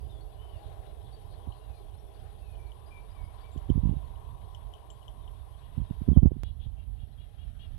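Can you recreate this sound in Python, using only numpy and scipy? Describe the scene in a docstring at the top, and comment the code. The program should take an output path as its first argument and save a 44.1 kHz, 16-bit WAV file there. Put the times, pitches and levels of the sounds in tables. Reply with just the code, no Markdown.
"""A breezy pasture: the left microphone hears a far road, leaves, insects and birds; the right, mostly wind.
At first a cricket pulses while small birds whistle, peep and rasp; from 1.5 s dry bird ticks join in.
Near 3.5 s the cricket drops back and gusts buffet the microphone; one bright tink comes at 4.9 s.
The hardest buffet, near 6.2 s, pushes the volume down, and one sharp click follows.
A bird rasps on to the end while the field slowly comes back."""
import sys
import numpy as np
from scipy import signal
from scipy.fft import rfft, irfft
from scipy.io import wavfile
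from scipy.ndimage import uniform_filter1d, minimum_filter1d, map_coordinates

SR = 44100
rng = np.random.default_rng(int(sys.argv[2]) if len(sys.argv) > 2 else 0)


def unload_wav(signal):
    """Save mono or channel-first audio to the path in sys.argv[1] as 16-bit WAV at rate SR, clipped to [-1, 1]."""
    wavfile.write(
        sys.argv[1],
        SR,
        np.round(np.clip(np.atleast_2d(signal).T, -1, 1) * 32767).astype(np.int16),
    )


N = 343098
T = np.arange(N) / SR
HZ = np.fft.rfftfreq(N, 1 / SR)


def amp(db):
    """Turn decibels into a gain to multiply by."""
    return 10 ** (np.asarray(db) / 20)


def unit(x):
    """Scale a signal to an average power of one."""
    return x / np.sqrt(np.mean(x ** 2) + 1e-30)


def add(mix, start, sound):
    """Mix a sound in at a start time in seconds."""
    part = mix[max(round(start * SR), 0):][:len(sound)]
    part += sound[:len(part)]


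def colour(points):
    """A gain for every frequency, joining up a few (Hz, dB) points."""
    hz, db = np.transpose(points)
    return amp(np.interp(np.log(HZ + 1), np.log(hz), db))


def noise(gain):
    """Noise with the given strength at each frequency."""
    return irfft(rfft(rng.standard_normal(N)) * gain, N) * np.sqrt(SR / 2)


def drift(rate):
    """A smooth random wobble, with up to `rate` swings a second."""
    knots = rng.standard_normal(N // 8)[:int(T[-1] * rate * 2) + 3]
    return unit(map_coordinates(knots, [T * rate * 2], order=2))


def swells(rows, floor_db, column=2):
    """Gain that rises over a floor in bell shapes; each is at half power one half-width from its peak."""
    power = sum(amp(row[column]) ** 2 * .5 ** (((T - row[0]) / row[1]) ** 2) for row in rows)
    return np.sqrt(amp(floor_db) ** 2 + power)


# The right microphone's hiss. Each row: frequency in Hz, level in dB per Hz.
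HISS = [(100, -106), (750, -108), (1100, -114), (2500, -119), (6000, -127), (12000, -121), (16000, -124)]

def hiss():
    """The microphone's own faint, steady noise."""
    return noise(colour(HISS))


# Still air with a blur of far birds and insects. Each row: frequency in Hz, level in dB per Hz.
FIELD = [(20, -118), (38, -106), (68, -90), (130, -99.5), (195, -103), (600, -102), (1500, -105),
         (2300, -111), (3150, -100.5), (4900, -113.5), (7500, -120), (9000, -111), (11600, -112),
         (12600, -124), (16000, -131)]

def field(patchy_db=2.75):
    """A soft wash of noise in which patches of low and high sound come and go."""
    spectrum = signal.stft(noise(colour(FIELD)), nperseg=1024, noverlap=768)[2]
    patches = uniform_filter1d(rng.standard_normal(spectrum.shape), size=9, axis=0)  # smooth over pitch
    patches = unit(uniform_filter1d(patches, size=14, axis=1))  # and over time
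    return signal.istft(spectrum * amp(patchy_db * patches), nperseg=1024, noverlap=768)[1][:N]


# The road's three noises. Each row: frequency in Hz, relative level in dB.
ENGINE_DRONE = [(300, -31.5), (500, -9), (570, -4.5), (630, 0), (720, -1), (820, 1.5), (880, -14),
                (1000, -29), (1400, -41.5)]
ENGINE_BOOM = [(180, -33.5), (300, -6), (350, -7), (390, 1.5), (430, 2), (520, -7.5), (600, -21),
               (900, -45)]
TYRE_HUM = [(800, -37.5), (890, -9.5), (950, 1), (1000, 2), (1110, -3), (1200, -13.5), (1320, -25.5),
            (1900, -52)]
# The engine's faint tones. Each row: multiple of the firing rate, level in dB.
ENGINE_TONES = [(2, -84), (3, -88), (4, -86.5), (5, -89), (6, -79), (9, -79.5), (12, -81.5)]
# Passing traffic. Each row: peak time and half-width in seconds, tyre level and drone level in dB.
PASSES = [(.68, 0.24, -63, -55), (1.5, 0.17, -59.5, -61), (2.85, 0.1, -63.5, -68),
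          (3.95, 0.79, -57.5, -59.5), (5.45, 0.69, -61, -70.5)]

def road(firing_hz=35.84, speed_wander=.00806, waver_db=1.0):
    """A slow engine draws away while other traffic swells and fades; moving air makes it all waver."""
    # each noise fades by a steady number of dB a second
    drone = unit(noise(colour(ENGINE_DRONE))) * swells(PASSES, -55.5 - 1.05 * T, column=3)
    boom = unit(noise(colour(ENGINE_BOOM))) * amp(-55.5 - 1.53 * T)
    tyres = unit(noise(colour(TYRE_HUM))) * swells(PASSES, -66 - 1.1 * T)
    firings = np.cumsum(firing_hz * (1 + speed_wander * drift(1.8))) / SR
    tones = sum(amp(db) * np.sqrt(2) * np.sin(2 * np.pi * k * firings) for k, db in ENGINE_TONES)
    return ((drone + boom) * amp(waver_db * drift(7.5))
            + tyres * amp(waver_db * drift(7))
            + tones * amp(2 * drift(3.2)))


# The sound of leaves. Each row: frequency in Hz, relative level in dB.
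LEAVES = [(700, -20), (1200, 1.5), (1700, 0.5), (2400, -3.5), (3700, -1.5), (4700, -14.5), (7000, -26.5),
          (12000, -32.5)]
# Puffs of air in them. Each row: peak time and half-width in seconds, level in dB.
PUFFS = [(.68, 0.18, -66.5), (1.4, 0.33, -72.5), (2.25, 0.066, -66), (3.5, 0.45, -68), (5.88, 0.29, -69),
         (7.62, 0.29, -67)]

def leaves(floor_db=-72, flutter_db=2.0):
    """A faint rustle that comes and goes with the breeze."""
    return unit(noise(colour(LEAVES))) * swells(PUFFS, floor_db) * amp(flutter_db * drift(30))


def shrill(bands):
    """Narrow fuzzy tones, as from many rubbed wings."""
    return noise(sum(amp(db) / np.sqrt(width) * np.exp(-np.pi / 2 * ((HZ - hz) / width) ** 2)
                     for hz, width, db in bands))


# Insect tones. Each row: pitch and width in Hz, level in dB (only relative for the cricket).
CHOIR_BANDS = [(8080, 190, -83), (8930, 250, -85.5), (10820, 150, -77), (11120, 98, -79), (11300, 100, -77),
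               (11520, 100, -81.5)]
CRICKET_BANDS = [(9150, 180, -3.5), (9700, 200, -3.5), (9970, 178, -0.5)]
# How loud the cricket's strokes are. Each row: time in seconds, level in dB.
CRICKET_LEVELS = [(0, -84), (.7, -74), (1.3, -71), (2.1, -72), (2.6, -71.5), (3.35, -71), (3.45, -82),
                  (7.78, -80)]

def insects(strokes_per_s=10.8, first_s=.013, unsteady=.04):
    """A steady choir, and one bush cricket that rubs its wings in even strokes."""
    strokes = np.cos(np.pi * ((T - first_s) * strokes_per_s + unsteady * drift(2))) ** 2
    loudness = amp(np.interp(T, *np.transpose(CRICKET_LEVELS)))
    return shrill(CHOIR_BANDS) + unit(shrill(CRICKET_BANDS)) * strokes * loudness


def bushes(dry, echo_db, ring_s):
    """Leaves and trunks scatter a short echo, which falls by 60 dB in ring_s seconds."""
    t = np.arange(SR // 2) / SR
    tail = rng.standard_normal(len(t)) * amp(-60 * t / ring_s) * (t > .004)
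    return dry + amp(echo_db) * signal.fftconvolve(dry, tail / np.linalg.norm(tail))[:N]


def flock(db, centre_hz, spread, until_s, count, slide=.04, uneven_db=2.5):
    """Many distant birds: brief chirps at random moments and pitches merge into a blur."""
    out = np.zeros(N)
    chirps = np.c_[rng.random((count, 2)), rng.standard_normal((count, 3))]
    for when, length, pitch, glide, size in chirps:
        u = np.linspace(-1, 1, round((.007 + .03 * length) * SR))
        hz = centre_hz * np.exp(spread * pitch + slide * glide * u)
        swell = amp(uneven_db * size) * (1 - u ** 2) ** 2
        add(out, when * until_s, swell * np.sin(2 * np.pi * np.cumsum(hz) / SR))
    return amp(db) * unit(out)


# A far bird. Each row: start and length in seconds, first, middle and last pitch in Hz, level in dB.
WHISTLES = [(0.082, 0.12, 3700, 3530, 3300, -62), (0.372, .225, 2970, 3010, 2690, -60.5),
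            (1.568, .26, 2840, 2620, 2100, -70), (2.404, 0.17, 2790, 2510, 2450, -67),
            (2.569, .16, 2450, 2300, 2370, -64.5), (2.903, .105, 2420, 2365, 2330, -55),
            (3.14, 0.149, 2420, 2235, 2210, -61.5), (3.429, 0.075, 2270, 2320, 2290, -63),
            (6.13, .08, 3290, 3150, 3000, -60.5)]
# High rising peeps. Each row: start in seconds, middle pitch in Hz, level in dB.
PEEPS = [(.205, 4400, -64), (.565, 4620, -67), (1.125, 4490, -60), (1.98, 5450, -70), (2.14, 4450, -70),
         (2.86, 4920, -64.5), (3.097, 4940, -72), (3.238, 5020, -70), (3.405, 4560, -62),
         (3.516, 7400, -66.5)]

def whistles(flutter_db=2.5, fade_db=3.5, peep_s=.034, peep_rise=.017):
    """Thin whistles and peeps slide along a curve of pitch, frayed by the moving air."""
    wobble = .011 * drift(160) + .009 * drift(45)
    out, flutter = np.zeros(N), drift(60)
    peeps = [(start, peep_s, hz * (1 - peep_rise), hz, hz * (1 + peep_rise), db)
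             for start, hz, db in PEEPS]
    for start, length, first, middle, last, db in WHISTLES + peeps:
        span = (T >= start) & (T < start + length)
        u = np.linspace(0, 1, span.sum())
        curve = np.polyfit([0, .5, 1], [first, middle, last], 2)
        hz = np.polyval(curve, u) * (1 + wobble[span])
        loudness = amp(db + fade_db * (.5 - u) + flutter_db * flutter[span])
        out[span] += signal.windows.tukey(len(u), .3) * loudness * np.sin(2 * np.pi * np.cumsum(hz) / SR)
    return out


# Rasping bird calls. Each row: start in seconds, throat ring in Hz, level in dB, breathiness from 0 to 1.
RASPS = [(0.618, 3450, -64.5, 0.5), (.84, 3440, -65, 0.4), (1.036, 3600, -67, 0.5), (1.287, 4150, -66, .5),
         (1.519, 4200, -69, .5), (1.732, 4200, -66.5, 0.3), (5.61, 3130, -66, 0.6),
         (6.425, 3270, -53, 0.25), (6.591, 3280, -54.5, 0.67), (6.762, 2840, -61, .4),
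         (6.972, 3100, -60.5, .25), (7.171, 3100, -58, .15), (7.375, 3050, -58, .15),
         (7.585, 3124, -53, 0.33)]

def rasps(length_s=.0976, arch=.081, jitter=.013, throat_width_hz=520, flicker_db=3):
    """Hoarse calls: a shaky buzz that rises and falls, and rushing air, both ring in the throat."""
    out, shake, air = np.zeros(N), drift(300), rng.standard_normal(N)
    overtones = {k: amp(flicker_db * drift(70)) for k in range(4, 11)}
    for start, throat_hz, db, breathy in RASPS:
        span = (T >= start) & (T < start + length_s)
        pitch = 477.5 * (throat_hz / 3074) ** .32  # a higher throat ring goes with a higher buzz
        u = np.linspace(-1, 1, span.sum())
        cycles = np.cumsum(pitch * (1 - arch * u ** 2 + jitter * shake[span])) / SR
        buzz = sum(size[span] * np.cos(2 * np.pi * k * (cycles + rng.random()))
                   for k, size in overtones.items())
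        hz = np.fft.rfftfreq(len(u), 1 / SR)
        throat = 1 / (1 + ((hz - throat_hz) / throat_width_hz) ** 2) ** 1.37
        voice, breath = (unit(irfft(rfft(source) * throat, len(u))) for source in (buzz, air[span]))
        swell = np.sin(np.pi * ((u + 1) / 2) ** .74)  # quick rise, longer tail
        out[span] += amp(db) * unit((1 - breathy) * voice + breathy * breath) * swell
    return out


# A small bird's dry ticks. Each row: start in seconds, level in dB before the boost, brightness in dB.
TICKS = [(1.5222, -51, -27), (2.5536, -58.5, -18), (2.718, -51.5, -20), (3.5758, -55.5, 0),
         (3.699, -45, -15), (4.157, -57.5, -22), (4.5472, -45.5, -10), (4.7369, -46.5, -14),
         (4.7514, -54, -20), (4.902, -48, -5), (5.0285, -56.5, -18), (5.0804, -45, -15), (5.277, -52, -27)]

def ticks(boost_db=5, rise_s=.00084, fall=.059, echo_s=.0048, echo_db=-8):
    """Each tick is a tiny falling tone with a bright, noisy edge, echoed by the ground."""
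    out, t = np.zeros(N), np.arange(1024) / SR
    bright_noise = unit(noise(colour([(3500, -28), (5000, -10), (5700, 4), (6200, -4),
                                      (7300, 3), (8000, -8), (12000, -26)])))
    shape = (t / rise_s / 2) ** 2 * np.exp(2 - t / rise_s)
    slide = 1 + fall * (2 * np.exp(-t / rise_s / 2) - 1)
    for start, db, bright_db in TICKS:
        hz = 3135 + 6 * (db + 50)  # harder ticks are higher
        tone = np.sin(2 * np.pi * np.cumsum(hz * slide) / SR)
        edge = amp(bright_db - 2) * bright_noise[round(start * SR):][:len(t)] / 2
        tick = amp(db + boost_db) * shape * (tone + edge)
        add(out, start, tick)
        add(out, start + echo_s, amp(echo_db) * tick)
    return out


def tink(start_s=4.902, hz=7400, db=-50.5, ring_s=.11):
    """One high note, struck once, that dies away quickly."""
    t = np.maximum(T - start_s, 0)
    return amp(db - 60 * t / ring_s) * np.sin(2 * np.pi * hz * t)


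def click(start_s=6.4346, hz=88, db=-19, ring_s=.083):
    """A sudden step in the signal, which rings out low."""
    t = np.maximum(T - start_s, 0)
    return (T >= start_s) * amp(db - 60 * t / ring_s) * np.cos(2 * np.pi * hz * t)


# Wind rumble. Each row: frequency in Hz, relative level in dB.
RUMBLE = [(8, -28), (22, -15), (48, 3), (80, -3), (125, -11.5), (185, -27), (250, -30), (350, -45),
          (550, -51), (1000, -73), (3000, -100)]
# Gusts. Each row: peak time and half-width in seconds, level in dB.
GUSTS = [(.1, .09, -38), (1.0, 0.5, -43), (3.22, .1, -38), (3.88, 0.16, -31), (4.4, 0.19, -40),
         (5.85, .2, -37.5), (6.4, 0.19, -28), (6.85, 0.28, -33), (7.68, .13, -30)]

def wind(breeze_db=-42, lumpy_db=2.16):
    """Small swirls of air rumble over the microphone without pause, harder in the gusts."""
    return unit(noise(colour(RUMBLE))) * swells(GUSTS, breeze_db) * amp(lumpy_db * drift(10))


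# Thumps of wind. Each row: time in seconds, suction in dB, half-width in ms,
# strength of the trailing swirl in dB relative to the main one.
BUFFETS = [(1.475, -23, 1.37, 7.5), (3.562, -20, 1.09, 2.5), (3.7025, -3, 1.185, -2.5),
           (3.7577, -7.5, 2.0, -12), (3.778, -8, 1.5, -1.5), (3.968, -13.5, 2.4, -15),
           (5.779, -11.5, 1.77, -8), (5.91, -12, 1.58, -16), (6.018, -14, 1.55, -8.5),
           (6.0876, -1, 1.35, -3), (6.173, 11, 1.66, -7), (6.2317, 7, 1.73, -20), (6.258, 7, 1.48, -3.5),
           (6.318, -9, 0.88, -13), (6.367, -12.5, 1.42, -12), (6.667, -12.5, 2.9, -10),
           (7.034, -17.5, 2.9, -11)]
# Even runs of swirls shed by the microphone's opening. Each row: start and length in seconds,
# swirls per second, suction in dB, half-width in ms.
FLUTTERS = [(3.8346, .088, 51, -9, 1.72), (3.928, .014, 110, -19, 1.1), (5.787, .035, 68.5, -18, 1.65),
            (6.117, .025, 70, -9.5, 1.5)]

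def swirls(jitter_s=.00066, uneven_db=2.3):
    """Give the time, strength and half-width of every swirl in the buffets and flutters."""
    for when, db, width_ms, wake_db in BUFFETS:
        yield when - .00798, db - 16, width_ms * .78  # a small, narrow swirl runs ahead
        yield when, db, width_ms
        yield when + .0135, db + wake_db, width_ms * 2.37  # a broad one trails behind
    for start, length, rate, db, width_ms in FLUTTERS:
        times = np.arange(start, start + length, 1 / rate)
        for when, (late, strong) in zip(times, rng.standard_normal((16, 2))):
            yield when + jitter_s * late, db + uneven_db * strong, width_ms


def buffets(ripple=1.847, lean=.46, ripple_share=.32, churn_db=-35, low_cut_hz=41):
    """Each swirl sucks briefly at the microphone, whose bass cut makes the signal swing back."""
    pressure, stir = np.zeros(N), np.zeros(N)
    for when, db, width_ms in swirls():
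        near = abs(T - when) < .05
        u = (T[near] - when) * 1000 / width_ms
        suction = amp(db) / (1 + u ** 2 / 2) * np.hanning(len(u))
        pressure[near] -= suction * (1 - ripple_share + ripple_share * np.cos(ripple * u - lean))
        stir[near] += suction
    churn = unit(noise(colour([(120, -5), (250, 3.5), (380, -3.5), (600, -6.5),
                               (950, -13.5), (1400, -27), (2500, -50), (6000, -68)])))
    pressure += amp(churn_db) * stir ** 1.28 * churn  # fine churning grows faster than its swirl
    return signal.sosfilt(signal.butter(3, low_cut_hz, "high", fs=SR, output="sos"), pressure)


def scene(leak_db=-35):
    """The pasture on the left; the wind, with only a trace of the pasture, on the right."""
    low_flock = flock(db=-75.3, centre_hz=3446, spread=.11, until_s=T[-1], count=420)
    high_flock = flock(db=-85, centre_hz=4450, spread=.12, until_s=3.6, count=260)
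    far_birds = bushes(whistles() + low_flock + high_flock, echo_db=-7, ring_s=.42)
    near_birds = bushes(ticks() + rasps(), echo_db=-12.5, ring_s=.15)
    pasture = road() + field() + leaves() + insects() + far_birds + near_birds + tink()
    windy_side = wind() + buffets() + click() + hiss()
    return np.array([pasture, windy_side + amp(leak_db) * pasture])


def record(dry, ceiling_db=-.51, recovery_db_per_s=2.0, top_hz=15750):
    """A limiter turns both sides down at a loud peak and slowly back up; the highest treble is cut."""
    over_db = np.maximum(20 * np.log10(abs(dry).max(0) + 1e-9) - ceiling_db, 0)
    over_db = -minimum_filter1d(-over_db, size=256)  # looks a few ms ahead
    recovery = T * recovery_db_per_s
    cut_db = uniform_filter1d(np.maximum.accumulate(over_db + recovery) - recovery, size=128)
    low_pass = signal.firwin(511, top_hz, window=("kaiser", 9), fs=SR)
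    return signal.oaconvolve(dry * amp(-cut_db), low_pass[None], "same")


dry = scene()
out = record(dry)
unload_wav(out)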